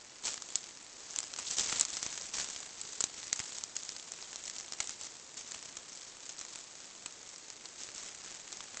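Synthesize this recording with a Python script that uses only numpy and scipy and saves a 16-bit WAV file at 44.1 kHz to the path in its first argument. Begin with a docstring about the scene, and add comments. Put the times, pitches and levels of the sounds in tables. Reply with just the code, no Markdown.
"""From the start a rattlesnake's tail sizzles faintly, a few steps away, over the soft hush of a wood,
and dry leaf litter stirs. Almost at once the litter is crushed: it crackles and crunches in bursts while
leaves and twigs snap. From about 1.5 to 4 seconds the ground thuds under the heavier breaks. After that
the crushing turns lighter, and sizzle and hush carry on to the end.
Nothing sounds above about 9 kHz."""
import sys
import numpy as np
from scipy import signal
from scipy.fft import rfft, irfft
from scipy.io import wavfile
from scipy.ndimage import uniform_filter1d

SR = 44100
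rng = np.random.default_rng(int(sys.argv[2]) if len(sys.argv) > 2 else 0)


def bounce(signal):
    """Save signal as a 16-bit WAV file at the path given by the first command-line argument."""
    frames = np.transpose(np.atleast_2d(signal))
    limited = np.clip(frames, -1, 1)
    pcm = np.round(limited * 32767).astype(np.int16)
    wavfile.write(sys.argv[1], SR, pcm)


N = 388080

# EQ of the air in the trees. Each row: frequency in Hz, relative gain in dB.
HUSH_EQ = [(20, -13), (50, -9.5), (100, -3), (200, -1.5), (350, 2.5), (700, 0), (1300, -2), (2500, -4.5),
           (5000, -14), (9000, -23)]
# EQ of the tail's horny segments. Each row: frequency in Hz, relative gain in dB.
TAIL_EQ = [(2000, -22.5), (3300, -6.5), (4500, -3), (5700, -3.5), (6700, 1.5), (7400, -1), (7900, -1),
           (8600, -11.5)]
# The faint shifting of the leaves. Each row: time in seconds, crackle send in dB.
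STIR_FADER = [(0.0, -56), (1.0, -53), (1.999, -49), (3.5, -52.5), (4.6, -52), (5.25, -56), (6.4, -54.5),
              (7.6, -55), (8.1, -52.5), (8.8, -51.5)]
# The litter is pressed down. Each row: start in seconds, hold in seconds, crackle send in dB,
# low crunch in dB relative to that send.
LITTER_PRESSES = [(0.244, 0.041, -37.5, -11), (0.30, 0.029, -43, -11), (0.49, .16, -52.5, -9.5),
                  (1.10, .17, -51, -9), (1.385, .035, -44, -8.5), (1.45, 0.027, -44.5, -24),
                  (1.505, 0.026, -37, -13.5), (1.584, 0.029, -33, -12.5), (1.641, 0.18, -38, -10),
                  (1.891, 0.088, -41.5, -12), (2.025, .045, -43.5, -12), (2.11, .16, -47, -14),
                  (2.342, 0.078, -37.5, -11), (2.44, 0.14, -44.5, -11), (2.61, 0.044, -49.5, -6.5),
                  (2.87, 0.17, -53, -22), (3.17, .11, -48, -9.5), (3.323, 0.27, -47, -13),
                  (3.76, 0.16, -49, -21), (3.95, 0.054, -51.5, -14), (4.44, .18, -51, -16),
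                  (4.805, 0.12, -47, -14), (5.0, 0.063, -46.5, -12), (5.375, 0.028, -44.5, -11),
                  (5.47, 0.11, -49, -9.5), (5.625, .06, -50, -10.5), (5.89, 0.2, -51.5, -16),
                  (6.23, 0.099, -52, -13), (6.38, 0.067, -49.5, -10), (6.489, 0.13, -50.5, -11.5),
                  (7.79, 0.061, -47.5, -10.5), (7.96, .14, -48.5, -9), (8.25, 0.11, -50.5, -8),
                  (8.51, 0.13, -53, -8), (8.72, .08, -53, -7)]
# EQ of the bright crackle of the leaves. Each row: frequency in Hz, relative gain in dB.
CRACKLE_EQ = [(1500, -28), (2500, -13), (3200, -6.5), (4000, -4.5), (5400, -1), (6600, 3), (7600, 3.5),
              (8500, -0.5)]
# EQ of the dull crunch deeper in the litter. Each row: frequency in Hz, relative gain in dB.
CRUNCH_EQ = [(25, -3), (100, -3), (250, -1), (500, 0), (1200, 0.5), (2200, 2), (3000, 0), (4500, -30)]
# Single leaves and twigs break; the two rows near 1.47 and 1.48 s, lower and longer, are brief scrapes. 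# Each
# row: start in seconds, send level in dB, ring pitch in Hz, # low body in dB relative to that level, decay time
# of the fractures in milliseconds.
BREAKS = [(0.2705, -34, 6900, -14, 1.4), (0.2796, -36, 6700, -5, 3.5), (0.3415, -37.5, 6750, -12, 2),
          (0.3773, -48, 4580, 2, 1.3), (0.4219, -38, 6240, -13, .6), (0.556, -22, 7300, -25.5, 1.4),
          (1.108, -42, 6100, -21, 1.5), (1.1616, -32.5, 6760, -15, 0.91), (1.188, -28.5, 6900, -17, 0.27),
          (1.2036, -37.5, 7000, -16, 0.95), (1.2303, -39.5, 6700, -10.5, 1.6), (1.338, -38, 6300, -10, 1.2),
          (1.363, -43, 5800, -5, 0.71), (1.3871, -38, 7100, -4.5, 3.1), (1.467, -37, 4400, -20, 5),
          (1.484, -39, 4170, -21, 2.5), (1.569, -34.5, 6200, -17, 3.6), (1.585, -31.5, 6060, -6, 1.5),
          (1.6967, -37, 5800, -6.5, 1.4), (1.7252, -39.5, 6300, 4, 2.1), (1.7972, -26, 7650, -20, 0.73),
          (1.8108, -21, 7500, -27, 0.17), (1.8515, -32, 7100, -15, 0.71), (1.9694, -36.5, 5860, -7.5, 1.5),
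          (2.029, -32.5, 6500, -12.5, 0.35), (2.064, -36, 6100, -8, 1.9), (2.1275, -45, 6400, -2.5, 0.64),
          (2.1775, -41.5, 5700, -4, 0.37), (2.3983, -38, 5860, -3, 1), (2.814, -34.5, 7600, -25, 1.8),
          (2.931, -45, 6300, -16, 1.6), (3.006, -29, 7000, -12, 1.5), (3.01, -29.5, 7240, -19, 0.58),
          (3.04, -24.5, 6600, -15, 1.3), (3.3293, -25, 5900, -13, 0.67), (3.393, -35, 6300, -9.5, 1.2),
          (3.4014, -41, 5900, 3, 0.79), (3.5846, -37, 6900, -18, 0.37), (3.638, -32, 6170, -20, 0.71),
          (3.7654, -32.5, 6330, -12.5, 2.4), (3.892, -37.5, 5540, -12.5, 0.61),
          (3.9649, -42.5, 4660, -9.5, .5), (4.12, -37.5, 6500, -16, 0.26), (4.226, -44, 6050, -5.5, 0.42),
          (4.33, -44.5, 6000, -3.5, 1.8), (4.3592, -37, 5660, -17, 0.32), (4.4544, -42, 6000, -16, 3.6),
          (4.479, -41, 6600, -6.5, 2.2), (4.4981, -40.5, 6100, -10, 1.4), (4.5643, -44, 5440, -8, 0.8),
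          (4.5843, -40.5, 5240, -16, .8), (4.609, -45, 5400, -9, .8), (4.7227, -37.5, 5260, -11, 0.82),
          (4.7347, -42, 5800, -6, 1.3), (4.8033, -30.5, 6400, -5, 3.6), (4.894, -37, 6370, -10.5, .7),
          (5.52, -42, 6270, -8.5, 0.5), (5.5459, -44.5, 6900, -2.5, .7), (5.7694, -38.5, 6700, -10.5, 2.2),
          (6.2924, -42, 6400, -13, 1.8), (6.392, -41, 6500, -21, .4), (6.4125, -42, 6600, -6, 1.8),
          (6.5575, -40.5, 6800, -10, 1.6), (7.0607, -38, 7060, -6, 2.1), (7.291, -45.5, 6800, -18, 1.4),
          (7.36, -47, 5650, -18, 1.5), (7.5024, -43, 6460, -10, 0.45), (7.6562, -42.5, 4570, -13, 1.9),
          (7.835, -39, 6200, -22, .4), (7.889, -55, 4400, 8.5, 2), (7.9489, -42, 7200, -22, .5),
          (7.9806, -41, 6100, -15, 0.32), (8.5277, -40, 6750, -10, 0.57), (8.6057, -55, 4000, 9.5, 2.2),
          (8.7716, -38.5, 6700, -8, 1.2)]
# The resonances of dry wood. Each row: frequency in Hz, bandwidth in Hz, gain in dB.
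WOOD_RESONANCES = [(1270, 310, -11), (2130, 400, -14.5), (4190, 530, -6)]
# EQ of a snap's sharp edge. Each row: frequency in Hz, relative gain in dB.
EDGE_EQ = [(1500, -21.5), (2800, -11.5), (4000, -4), (5200, 1), (6500, -3.5), (7600, 4), (9000, -8)]
# EQ of a snap's low knock. Each row: frequency in Hz, relative gain in dB.
BODY_EQ = [(30, -10), (150, -10.5), (450, -6.5), (900, -2.5), (1500, -3), (2300, -1.5), (3200, -1),
           (5000, -20)]
# The ground gives way. Each row: start in seconds, peak in dB ahead of the low cut.
GROUND_PUSHES = [(1.586, -40), (1.728, -34), (2.064, -34.5), (3.011, -43), (3.04, -36), (3.328, -39),
                 (3.4019, -36.5), (3.892, -48)]

CUTOFF_HZ = 8290  # the high cut


def from_db(db):
    """Decibels to gain."""
    return 10 ** (np.asarray(db) / 20)


def rms_one(x):
    """Scale to an rms of 1."""
    return x / np.sqrt(np.mean(x ** 2) + 1e-20)


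def drift(per_s):
    """A random modulator with an rms of 1, gliding to `per_s` new values a second."""
    knots = rng.standard_normal(8192)
    return rms_one(np.interp(np.arange(N) / SR * per_s, np.arange(len(knots)), knots))


def equalise(x, curve):
    """Apply an EQ curve, scaled so that white noise comes out with its full power below the high cut."""
    hz = np.arange(N // 2 + 1) * SR / N
    curve_hz, curve_db = np.transpose(curve)
    gain = from_db(np.interp(np.log(hz + 1), np.log(curve_hz), curve_db))
    return irfft(rfft(x) * gain / np.sqrt(np.mean(gain ** 2 * (hz < CUTOFF_HZ))), N)


def resonate(x, hz, width_hz):
    """One resonance with a peak gain of 1."""
    radius = np.exp(-np.pi * width_hz / SR)
    feedback = [1, -2 * radius * np.cos(2 * np.pi * hz / SR), radius ** 2]
    return signal.lfilter(np.array([1, 0, -1]) * (1 - radius ** 2) / 2, feedback, x + 1e-18)


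def clicks(per_s, spread_db, largest_db):
    """Clicks at random moments, many small and few large."""
    sizes = from_db(largest_db * np.tanh(spread_db * rng.exponential(1, N) / largest_db))
    return sizes * rng.choice([-1, 1], N) * (rng.random(N) < per_s / SR)


def steady(x, seconds):
    """Ride the mean power to 1 over the given time, keeping the fine grain."""
    power = uniform_filter1d(x ** 2, int(seconds * SR) + 1)
    return x / np.sqrt(np.abs(power) + 1e-9)


def scatter(x, wet_db, t60):
    """A noisy reverb tail: each click comes from another spot, so it has reflections of its own."""
    decay = from_db(-120 / (t60 * SR))
    energy = signal.lfilter([1 - decay], [1, -decay], x ** 2 + 1e-18)
    return from_db(wet_db) * np.sqrt(energy) * rng.standard_normal(N)


def add(track, start_s, sound):
    """Mix a sound into a track at the given time."""
    start = int(np.clip(start_s * SR, 0, N - 1))
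    track[start:start + len(sound)] += sound[:N - start]


def forest_hush(level_db=-61):
    """A soft, even bed of air in the trees."""
    return from_db(level_db + 0.36 * drift(3.5)) * equalise(rng.standard_normal(N), HUSH_EQ)


def tail_rattle(level_db=-57, flicks_per_s=70):
    """The tail flicks to and fro; its loose segments click so densely that they merge into a sizzle."""
    flicks = np.cumsum(flicks_per_s * (1 + 0.055 * drift(8.8))) / SR
    clicks_per_s = 7000 * (1 + .3 * np.cos(2 * np.pi * flicks))
    sizzle = equalise(clicks(clicks_per_s, spread_db=2.5, largest_db=13.5), TAIL_EQ)
    return from_db(level_db + 1.9 * drift(3.5)) * rms_one(sizzle)


def stirring(wander_db=0.97, crunch_db=-8):
    """Power envelopes of crackle and crunch as the leaves keep shifting, coming and going a little."""
    fader_db = np.interp(np.arange(N) / SR, *np.transpose(STIR_FADER))
    power = from_db(fader_db + wander_db * drift(12)) ** 2
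    return power, power * from_db(crunch_db) ** 2


def flakes(grains, low_hz, high_hz, width_hz, count):
    """Deal the grains to small stiff flakes of leaf, each ringing briefly at its own pitch."""
    dealt = rng.integers(0, count, N)
    pitches = np.geomspace(low_hz, high_hz, count)
    return rms_one(sum(resonate(grains * (dealt == k), hz, width_hz) for k, hz in enumerate(pitches)))


def leaf_rustle():
    """Leaves rub in a fine grain and crumple in separate ticks; harder pressure breaks more of them."""
    stir_crackle, stir_crunch = stirring()
    press_crackle, press_crunch = pressing()
    send_db = 10 * np.log10(stir_crackle + press_crackle)
    pressure = from_db(.45 * (send_db + 50))
    rubbing = clicks(2400 * pressure * from_db(3.5 * drift(130)), spread_db=4.5, largest_db=16)
    ticks = clicks(95 * pressure * from_db(3 * drift(25)), spread_db=4.5, largest_db=11)
    ticks += scatter(ticks, wet_db=0.5, t60=0.0045)  # a tick is itself a tiny run of fractures
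    grains = steady(rubbing, seconds=0.024) + from_db(1) * rms_one(ticks / np.sqrt(pressure))
    grains = steady(grains + scatter(grains, wet_db=-6, t60=0.07), seconds=0.055)
    ringing = flakes(grains, low_hz=3280, high_hz=8120, width_hz=470, count=14)
    crackle = 0.7 * rms_one(equalise(grains, CRACKLE_EQ))
    crackle += 1.27 * rms_one(equalise(ringing, CRACKLE_EQ))
    # deeper layers of the litter answer with a duller, more blurred crunch
    crunch = rms_one(equalise(grains + scatter(grains, wet_db=-4, t60=0.026), CRUNCH_EQ))
    return from_db(send_db + 1) * rms_one(crackle) + np.sqrt(stir_crunch + press_crunch) * crunch


def pressing(attack_s=0.015, release_s=0.031):
    """Power envelopes of crackle and crunch as pressed leaves give way quickly and settle more slowly."""
    t = np.arange(N) / SR
    crackle, crunch = np.zeros((2, N))
    for start_s, hold_s, db, crunch_db in LITTER_PRESSES:
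        attack = np.clip(1 + (t - start_s) / attack_s, 0, 1)
        release = np.exp(-np.clip((t - start_s - hold_s) / release_s, 0, 20))
        power = (from_db(db) * attack * release) ** 2
        crackle += power
        crunch += power * from_db(crunch_db) ** 2
    return crackle, crunch


def snaps(samples=512):
    """Each break is a run of tiny fractures: a sharp edge, the leaf's ring, a woody ring, a low knock."""
    t_ms = 1000 * np.arange(samples) / SR
    treble = signal.butter(2, [3000, CUTOFF_HZ], "band", fs=SR, output="sos")
    bass = signal.butter(2, 3000, fs=SR, output="sos")
    ring, edge, body = np.zeros((3, N))
    for start_s, db, ring_hz, body_db, decay_ms in BREAKS:
        noise = rng.standard_normal(samples)
        fractures = noise * np.abs(noise) * np.exp(-t_ms / decay_ms)
        fractures[0] += 2.2  # the first tear is the sharpest
        gain = from_db(db) * np.sqrt(.004 * SR)  # the energy of 4 ms at this level
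        tone = resonate(resonate(fractures, ring_hz, width_hz=1800), ring_hz, width_hz=5500)
        add(ring, start_s, gain * tone / np.linalg.norm(tone))
        # thin pieces mostly ring, thick ones crack: more body brings more edge
        edge_gain = gain * from_db(0.19 * body_db) / np.linalg.norm(signal.sosfilt(treble, fractures))
        body_gain = gain * from_db(body_db) / np.linalg.norm(signal.sosfilt(bass, fractures))
        add(edge, start_s, edge_gain * fractures)
        add(body, start_s, body_gain * fractures)
    strike = body + from_db(-5) * edge
    wood = sum(from_db(db) * resonate(strike, hz, width_hz) for hz, width_hz, db in WOOD_RESONANCES)
    # the ground close by answers at once, trunks and foliage a little later
    edge += scatter(edge, wet_db=-5, t60=0.046) + scatter(edge, wet_db=-11.5, t60=0.18)
    body += scatter(body, wet_db=-8, t60=0.17)
    crack = from_db(-8.5) * equalise(edge, EDGE_EQ) + from_db(-8) * equalise(body, BODY_EQ)
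    return from_db(-1) * ring + wood + crack


def ground_thuds(high_cut_hz=420, low_cut_hz=60):
    """The soft ground gives a short, dull push under the heavier breaks."""
    pushes = np.zeros(N)
    pulse = signal.sosfilt(signal.butter(2, high_cut_hz, fs=SR, output="sos"), signal.unit_impulse(1024))
    for start_s, db in GROUND_PUSHES:
        add(pushes, start_s, from_db(db) * pulse / pulse.max())
    return signal.sosfilt(signal.butter(1, low_cut_hz, "high", fs=SR, output="sos"), pushes + 1e-18)


def scene():
    """All layers in one mono mix, from the foreground back to the bed."""
    return (snaps() + ground_thuds() + leaf_rustle() + tail_rattle() + forest_hush())[None]


def record(dry):
    """A steep low-pass filter cuts the top end."""
    taps = signal.firwin(71, CUTOFF_HZ, window=("kaiser", 6), fs=SR)
    return signal.fftconvolve(dry, taps[None], mode="same")


dry = scene()
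out = record(dry)
bounce(out)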